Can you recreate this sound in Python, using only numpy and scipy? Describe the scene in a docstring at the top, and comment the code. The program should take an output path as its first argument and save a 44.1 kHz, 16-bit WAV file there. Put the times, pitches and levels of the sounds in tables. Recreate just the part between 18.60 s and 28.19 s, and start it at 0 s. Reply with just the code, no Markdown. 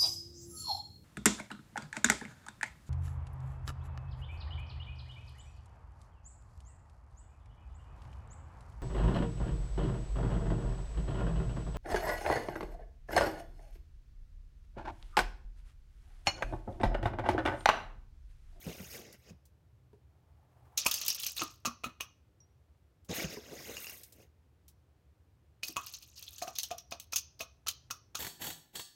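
"""Over a low wavering hum and faint hiss, a plastic scoop digs through a foil bag of coffee beans: filtered crackle,
foil hiss, rumble. A dull shuffle swells, then beans pour into the steel bowl of a small grinder: noise cracks and
clatter, decaying modes of bowl, rim and shell, random rebounds, a trickle of small beans between.
A thin ping, a second dig with scoop clacks, a second pour. Bumps and faint ticks are scattered throughout.
A phone stands close by in a quiet kitchen; a noise tail forms the room's answer."""
import sys
import numpy as np
from scipy import signal
from scipy.fft import rfft, irfft, next_fast_len
from scipy.io import wavfile
from scipy.ndimage import uniform_filter1d

SR = 44100
rng = np.random.default_rng(int(sys.argv[2]) if len(sys.argv) > 2 else 0)


def put_to_file(sound):
    """Save the sound as 16-bit audio at rate SR, in the file named by the first command-line argument."""
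    columns = np.atleast_2d(sound).T  # one column per channel
    safe = np.clip(columns, -1, 1)
    whole_steps = np.round(safe * 32767)
    wavfile.write(sys.argv[1], SR, whole_steps.astype(np.int16))


N = 422919

# scoop knocking the rim, or heavy clump landing: t/s, blow level/dB, shell re blow/dB, rim re blow/dB, favoured f/Hz
KNOCKS = [(2.2631, -11.5, -11.5, -4.5, 940), (2.795, -31, -17, 3.5, 1190), (2.8186, -23, -1.5, -5.5, 1240),
          (3.0556, -18, -5, -5.5, 1275), (3.0746, -30.5, -4.5, -1, 1130), (3.2421, -28, 0, 3, 1310),
          (3.4078, -23, -14, 0.5, 1204), (7.0329, -25, -31.5, -2, 652), (7.167, -24, -2.5, -0.5, 1020),
          (7.8224, -24, -7, -14, 615), (7.8785, -30, -4, -7, 695), (8.1122, -30, -2, -8.5, 712),
          (8.3226, -26.5, -6, -4.5, 710), (8.533, -21, -16, -10, 1310), (8.8073, -24.5, -11, -2.5, 722),
          (9.0698, -20.5, -14, -24, 1345), (9.3084, -21, -12.5, -11.5, 1390),
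          (9.5528, -18, -16, -18.5, 1440)]
# loose beans hitting steel: t/s, blow level/dB, favoured f/Hz
BEANS = [(2.176, -13.5, 6700), (2.3126, -18, 5450), (2.3411, -15.5, 6200), (2.4148, -23, 6200),
         (2.463, -23, 4600), (2.4814, -14.5, 6300), (2.5014, -21, 4450), (2.6, -30, 4100),
         (2.634, -22, 4030), (2.6654, -18, 6140), (2.766, -31, 6240), (7.0825, -25.5, 4600),
         (7.2677, -30.5, 4500), (7.3376, -28.5, 4500), (7.4247, -38.5, 4340), (7.5776, -41.5, 3600),
         (7.6261, -34, 4400), (7.782, -35.5, 4400), (7.9548, -29.5, 5040), (7.9857, -15, 6270),
         (8.0322, -24, 6000), (8.1817, -32, 6400), (8.31, -37, 4350), (8.3994, -30.5, 6400),
         (8.5235, -28.5, 5000), (8.5593, -13.5, 6200), (8.7929, -36.5, 5000), (9.0831, -16.5, 6150)]
# modes of the grinder shell: f/Hz, level/dB, t60/s
SHELL_MODES = [(686.5, 1.5, 0.11), (1101, -1, 0.14), (1209, 1.5, 0.22), (1306, 10, 0.033)]
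# modes of the bowl rim: f/Hz, level/dB, t60/s
RIM_MODES = [(2535, 8.5, 0.042), (2772, 2.5, 0.033), (2890, -1.5, 0.036)]
# modes of the bowl: f/Hz, level/dB, t60/s
BOWL_MODES = [(3840, -14.5, 0.027), (4298, -5, 0.06), (4740, -9, 0.03), (6330, 2.5, 0.09),
              (6520, -0.5, 0.07)]
# broad clatter spectrum: f/Hz, relative density/dB
CLATTER_SPECTRUM = [(400, -26.5), (2200, -18.5), (2600, -6.5), (3400, -6.5), (6400, -2.2), (7300, -11),
                    (8000, -17.5)]
# treble spectrum of sparkle and foil: f/Hz, relative density/dB
SPARKLE_SPECTRUM = [(7000, -36), (8000, -1.5), (11500, -5), (12500, 4), (16000, -3)]
# scoop tilts that let beans run: t/s, running time/s, level/dB
TILTS = [(2.176, .52, -40.5), (2.761, 0.038, -38.5), (7.026, 0.038, -45), (7.204, 0.16, -53.5),
         (7.4, 0.49, -67), (7.556, 0.55, -58)]
# two digs in the bag: t/s, bean rush level/dB, foil hiss re rush/dB, rumble re rush/dB
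DIGS = [
    [(0, -61.5, 7.5, -16), (.085, -52.5, -8, 6.5), (.3, -57.5, 3.5, -6), (.345, -48, -1.5, -0.5),
     (.43, -59.5, -5, 1.5), (.55, -63.5, -34, 2.5), (.59, -79, 8, -14), (.7, -59, -22, 2),
     (.76, -119, -10, 15)],
    [(4.483, -76, -9, 4), (4.492, -48.5, -52, 6), (4.55, -39.5, -2, -1.5), (4.64, -41, -9.5, -4.5),
     (4.67, -51, -15, -2.5), (4.74, -48.5, -5, -3), (4.8, -59, -12, -2), (5.08, -50, -3, 2),
     (5.32, -53.5, 4.5, -14.5), (5.52, -79, 9, 5), (5.63, -66.5, -4, 7), (5.68, -89, 1, 1)],
]
# bean rush spectrum: f/Hz, relative density/dB
RUSH_SPECTRUM = [(500, -21), (1500, -8.5), (2300, -3), (3500, -10.5), (6500, -8), (8000, -32)]
# rumble spectrum of the shifting mass: f/Hz, relative density/dB
RUMBLE_SPECTRUM = [(60, -17.5), (130, -9.0), (500, -4), (750, -13.0), (1200, -34.0)]
# beans shifting as the full scoop is carried: t/s, level/dB
CARRY_SWELL = [(1.4, -87.5), (2.17, -66)]
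# shuffle spectrum: f/Hz, relative density/dB
SHUFFLE_SPECTRUM = [(350, -12.5), (800, 0), (1300, -12.5), (4000, -31.5)]
# beans clacking on the scoop: t/s, peak level/dB
SCOOP_CLACKS = [(0.087, -38), (.248, -45), (0.697, -48), (5.1686, -27.5), (5.181, -32), (5.2444, -31),
                (5.269, -30.5), (5.296, -32.5)]
# modes of the scoop: f/Hz, level/dB, t60/s
SCOOP_MODES = [(2740, 3, 0.031), (5200, 7, 0.0027), (6750, 0.5, 0.021)]
# dull bumps through the counter: t/s, level/dB, base f/Hz
BUMPS = [(0.066, -27.5, 175.4), (0.202, -34, 183), (0.707, -40, 166.5), (1.331, -48.5, 408),
         (2.82, -31.5, 296), (3.07, -31.5, 238.4), (3.26, -35.5, 247), (4.493, -30.5, 179.3),
         (4.643, -28, 150), (4.77, -33.5, 426), (4.918, -40.5, 440), (7.092, -43, 311)]
# modes of a bump: multiple of base f/1, level/dB, t60/s
BUMP_MODES = [(.55, 4.5, 0.076), (1.0, 9.5, 0.12), (2.3, 1, 0.047)]
# faint ticks of foil and handle: t/s, noise level/dB
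TICKS = [(0.328, -53), (0.526, -52), (0.854, -61.5), (4.447, -62), (5.433, -45.5), (5.524, -52),
         (6.0806, -53)]
# one thin metallic ping: t/s, peak level/dB, f/Hz, t60/s
PING = (3.804, -57, 5820, .13)
# room tail spectrum: f/Hz, relative density/dB
TAIL_SPECTRUM = [(2500, -8.5), (6000, -3.5), (8000, -29.5)]
# kitchen hiss spectrum: f/Hz, relative density/dB
HISS_SPECTRUM = [(30, -32), (46, -14.5), (72, -0.5), (235, -25), (298, -22.5), (1090, -35), (9990, -52),
                 (13700, -51), (16500, -57)]
# slow course of the low hum: t/s, level/dB
HUM_SWELL = [(0, -60), (6.5, -82), (9.6, -69.5)]

FLUTTER_RAD = .9
SHELL_SPOT_DB_PER_OCT, BOWL_SPOT_DB_PER_OCT = -20.5, -11.5  # away from the favoured pitch
CLACK_EDGE_RATIO, CLACK_T60_S, CLACK_DB = 1.03, .03, -9.5  # CLACK_DB: before body mix
CRACK_T60_S, CRACK_DB = 0.0056, -4  # first contact, re clatter
GRAZE_S, GRAZE_DB = .006, -30  # scrape ahead of the full blow
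KNOCK_BRIGHT_DB, BEAN_BRIGHT_DB = -18.5, -7  # mean treble re blow
BRIGHT_SCATTER_DB, COLOUR_SCATTER_DB = 3, 4  # no two blows alike
RUN_UP_S, THIN_DB_PER_S, SETTLE_DB_PER_S = 0.016, 6, 185.5  # settling adds to thinning
HISS_DB = -65
TOP_HZ = 16000


def strikes():
    """Blows snap, clack near a favoured pitch, clatter, sparkle and ring bowl; knocks also ring rim and shell."""
    rings, snaps, clatter, sparkle, thud = np.zeros((5, N))
    t = np.arange(5000) / SR
    rise = 1 - fade(t, 0.0057)
    for s, peak_db, *knock, spot_hz in list(KNOCKS) + list(BEANS):
        s = s - GRAZE_S
        push = rebounds(t)
        bright_db = KNOCK_BRIGHT_DB if knock else BEAN_BRIGHT_DB
        bright_db += BRIGHT_SCATTER_DB * rng.standard_normal()

        bowl_tilt_db = 0 if knock else BOWL_SPOT_DB_PER_OCT * octaves_off(BOWL_MODES, spot_hz)
        body = undb(-14.0) * ring(BOWL_MODES, t, 4.0, bowl_tilt_db, FLUTTER_RAD)
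        clack = spot_clack(t, spot_hz)
        if knock:
            shell_db, rim_db = knock
            shell_tilt_db = SHELL_SPOT_DB_PER_OCT * octaves_off(SHELL_MODES, spot_hz)
            shell = ring(SHELL_MODES, t, 2, shell_tilt_db, 1.3)
            body = body + undb(rim_db) * ring(RIM_MODES, t, 1.7, rough=FLUTTER_RAD)
            body = body + undb(shell_db) * (shell + clack)
            add(thud, s, undb(peak_db + shell_db - 9.0) * rise * fade(t, 0.03))
        else:
            body = body + undb(-5) * clack
        add(rings, s, undb(peak_db) * signal.fftconvolve(push, body)[:len(t)])

        contact = push * (t > GRAZE_S - 1 / SR)  # scrape excites no snap or sparkle
        glint = signal.fftconvolve(contact, fade(t, 0.0078))[:len(t)]
        add(sparkle, s, undb(peak_db + bright_db) * glint)
        add(snaps, s, undb(peak_db + bright_db + 6.5) * contact)

        decay = rise * fade(t, 0.039) + undb(CRACK_DB) * fade(t, CRACK_T60_S)
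        contour = signal.fftconvolve(push, decay)[:len(t)]
        add(clatter, s, level(clatter_noise(t), peak_db - 10.5) * contour)
    thud = thud * level(band(rng.standard_normal(N), 360, 2100, order=1), 0)
    return rings + band(snaps, 3400, 16000) + thud + clatter + sparkle * noise(SPARKLE_SPECTRUM)


def octaves_off(modes, spot_hz):
    """Distance of each mode from the pitch that the struck spot favours."""
    return np.abs(np.log2(np.array(modes)[:, :1] / spot_hz))


def spot_clack(t, spot_hz):
    """Narrow decaying noise at the favoured pitch."""
    clack = band(rng.standard_normal(len(t)), spot_hz / CLACK_EDGE_RATIO, spot_hz * CLACK_EDGE_RATIO)
    clack = clack * fade(t, CLACK_T60_S)
    return undb(CLACK_DB) * clack / np.max(np.abs(clack))


def clatter_noise(t):
    """Broad clatter noise with a chance colour for each blow."""
    hz = np.geomspace(500, 8000, 18)
    scatter = np.c_[hz, COLOUR_SCATTER_DB * rng.standard_normal(len(hz))]
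    return colour(colour(rng.standard_normal(len(t)), CLATTER_SPECTRUM), scatter)


def rebounds(t):
    """A scrape, full contact, then neighbours jostling in sparse decaying impulses; unit energy."""
    chance = rng.standard_normal(len(t))
    sparse = (np.abs(chance) > 2.7) * np.abs(chance)
    push = sparse * undb(-18.5) * fade(t, 0.11) * (t > GRAZE_S)
    push = push + undb(GRAZE_DB) * chance * (t < GRAZE_S) * t / GRAZE_S
    push[int(GRAZE_S * SR)] = 1
    return push / np.sqrt(np.sum(push ** 2))


def trickle():
    """Small beans tick, each tick waking one mode; rolling beans keep rim and shell humming."""
    t = np.arange(3000) / SR
    ticks = np.zeros(N)
    for mode in [*RIM_MODES, *BOWL_MODES]:
        ticks += signal.fftconvolve(grains(60, 3.5), ring([mode], t, 0, rough=1))[:N]
    rattle = crackle(CLATTER_SPECTRUM, 140, 2.6, .04)
    sparks = patter(130, 2.8, 0.012) * noise(SPARKLE_SPECTRUM)
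    shell = undb(-1.0) * ring(SHELL_MODES, t, 0, rough=2 * FLUTTER_RAD)
    hum = ring(RIM_MODES, t, 0, rough=2 * FLUTTER_RAD) + shell
    rolling = level(signal.fftconvolve(grains(400, 6.0), hum)[:N], -12.5)
    return flow() * (rolling + level(ticks, -14.0) + undb(-1.5) * rattle + undb(-5.0) * sparks)


def flow():
    """Beans start to run at each tilt, thin out slowly while they run, then settle fast."""
    out = np.zeros(N)
    for s, running_s, db in TILTS:
        t = np.arange(N) / SR - s
        loss_db = THIN_DB_PER_S * t + SETTLE_DB_PER_S * np.maximum(t - running_s, 0)
        out += undb(db - loss_db) * np.clip(t / RUN_UP_S, 0, 1)
    return out


def dig():
    """Beans rush round the scoop, the foil hisses and the mass shifts with a rumble."""
    rush, foil_db, rumble_db = curves(DIGS)
    beans = crackle(RUSH_SPECTRUM, 1100, 1.6, .04)
    foil = patter(1000, 1.8, 0.023) * noise(SPARKLE_SPECTRUM)
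    rumble = patter(240, 1.4, 0.057) * noise(RUMBLE_SPECTRUM)
    return rush * (beans + undb(foil_db) * foil + undb(rumble_db) * rumble)


def carry():
    """Dense dull impacts swell into a shuffle towards the first pour."""
    (swell,) = curves([CARRY_SWELL])
    return swell * patter(300, 1.8, .1) * noise(SHUFFLE_SPECTRUM)


def scoop_clacks():
    """Beans clack on the scoop and wake its short modes."""
    out, t = np.zeros(N), np.arange(5000) / SR
    for s, peak_db in SCOOP_CLACKS:
        add(out, s, undb(peak_db) * ring(SCOOP_MODES, t, 2.0, rough=FLUTTER_RAD))
    return out


def counter_bumps():
    """Bumps are a few soft-edged low modes under a crunch of decaying noise."""
    out, t = np.zeros(N), np.arange(5000) / SR
    for s, db, hz in BUMPS:
        modes = np.multiply(BUMP_MODES, [hz, 1, 1])
        body = ring(modes, t, 0.96, rough=FLUTTER_RAD) * (1 - fade(t, 0.008))
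        crunch = band(rng.standard_normal(len(t)), 400, 3000, order=1) * fade(t, 0.02)
        add(out, s, undb(db) * body + undb(db - 12.0) * crunch)
    return out


def faint_ticks():
    """Foil and handle tick in short decaying bursts of treble noise."""
    out, t = np.zeros(N), np.arange(5000) / SR
    for s, db in TICKS:
        add(out, s, undb(db) * band(rng.standard_normal(len(t)), 3500, 19000) * fade(t, 0.094))
    return out


def ping():
    """One decaying mode gives a thin metallic ping."""
    out, t = np.zeros(N), np.arange(5000) / SR
    s, peak_db, hz, t60 = PING
    add(out, s, undb(peak_db) * ring([(hz, 0, t60)], t, 0))
    return out


def room(x):
    """Tiles and cupboards answer with a short tail that loses its treble first."""
    t = np.arange(20000) / SR
    chance = rng.standard_normal((2, len(t)))
    treble = undb(-8) * band(chance[1], 7000, 16000) * fade(t, .13)
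    tail = colour(chance[0], TAIL_SPECTRUM) * fade(t, 0.37) + treble
    return signal.fftconvolve(x, undb(-38.5) * tail * (1 - fade(t, 0.009)))[:N]


def kitchen():
    """Faint steady hiss, and two narrow noise bands as a low hum that wavers quickly."""
    (swell,) = curves([HUM_SWELL])
    low = band(rng.standard_normal(N), 60, 85)
    high = undb(1.0) * band(rng.standard_normal(N), 120, 130)
    waver = undb(4 * walk(5))
    return undb(HISS_DB) * noise(HISS_SPECTRUM) + swell * waver * level(low + high, 0)


def ring(modes, t, scatter_db, tilt_db=0, rough=0):
    """Decaying modes of chance strength and pitch; touching loose beans flutter the phase (rough/rad). Peak 1."""
    hz, db, t60 = np.transpose(modes)[:, :, None]
    strength, detune = rng.standard_normal((2, len(modes), 1))
    flutter = rng.standard_normal((len(modes), len(t)))
    flutter = uniform_filter1d(flutter, size=256, axis=1) * np.sqrt(256)
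    wobble = rough * flutter * np.minimum(t / .02, 1)  # clean at first
    swing = np.sin(2 * np.pi * hz * (1 + .01 * detune) * t + wobble)
    x = np.sum(undb(db + tilt_db + scatter_db * strength) * fade(t, t60) * swing, axis=0)
    return x / np.max(np.abs(x))


def crackle(table, rate, spread_db, t60):
    """Impacts clack in nine bands of a coloured noise, each band at its own pace; rms 1."""
    wash = noise(table)
    out = np.zeros(N)
    for hz in np.geomspace(600, 6800, 9):
        out += patter(rate, spread_db, t60) * band(wash, hz / 1.2, hz * 1.2)
    return level(out, 0)


def patter(rate, spread_db, t60):
    """Loudness contour of dense impacts that each die away; rms 1."""
    impacts = np.abs(grains(rate, spread_db))
    return level(signal.fftconvolve(impacts, fade(np.arange(4000) / SR, t60))[:N], 0)


def grains(rate, spread_db):
    """Random impacts, rate/s^-1, many small and a few large; rms 1."""
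    hits = rng.random(N) < rate / SR
    size = undb(spread_db * rng.exponential(size=N))
    return level(hits * size * rng.choice([-1, 1], N), 0)


def walk(rate):
    """Random levels drawn every 1 / rate s and slewed."""
    k = int(SR / rate)
    return uniform_filter1d(np.repeat(rng.standard_normal(N // k + 1), k), k)[:N]


def noise(table):
    """Steady noise of the given colour, rms 1."""
    return level(colour(rng.standard_normal(N), table), 0)


def colour(x, table):
    """Weight the spectrum by f/Hz, level/dB points."""
    hz, db = np.transpose(table)
    size = next_fast_len(len(x))
    f = np.maximum(np.arange(size // 2 + 1) * SR / size, 1)
    gain = undb(np.interp(np.log(f), np.log(hz), db))
    return irfft(rfft(x, size) * gain, size)[:len(x)]


def band(x, lo_hz, hi_hz, order=2):
    """Butterworth band-pass."""
    return signal.sosfilt(signal.butter(order, [lo_hz, hi_hz], "band", fs=SR, output="sos"), x)


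def curves(tables):
    """Columns of several spans on the sample grid; the first becomes a gain, silent outside its spans."""
    t = np.arange(N) / SR
    rows = np.concatenate(tables)
    columns = [np.interp(t, rows[:, 0], c) for c in rows.T[1:]]
    inside = sum((t >= table[0][0]) & (t <= table[-1][0]) for table in tables)
    columns[0] = undb(columns[0]) * uniform_filter1d(1. * inside, size=400)
    return columns


def fade(t, t60):
    """Exponential decay by 60 dB in t60/s."""
    return np.exp(-np.log(1000) * t / t60)


def undb(db):
    """dB to amplitude."""
    return 10 ** (np.asarray(db) / 20)


def level(x, db):
    """Scale to an rms level/dB."""
    return x * undb(db) / np.sqrt(np.mean(x ** 2))


def add(out, s, x):
    """Mix x into out at s/s."""
    i = int(s * SR)
    out[i:i + len(x)] += x[:N - i]


def scene():
    """Sum the near sources, their room tail and the kitchen background."""
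    near = strikes() + trickle() + dig() + carry()
    near = near + scoop_clacks() + counter_bumps() + faint_ticks() + ping()
    return (near + room(near) + kitchen())[None]


def record(dry):
    """The phone drops the deepest bass and cuts the top."""
    lean = signal.sosfilt(signal.butter(4, 48, "high", fs=SR, output="sos"), dry)
    return signal.sosfilt(signal.ellip(8, .2, 60, TOP_HZ, fs=SR, output="sos"), lean)


dry = scene()
out = record(dry)
put_to_file(out)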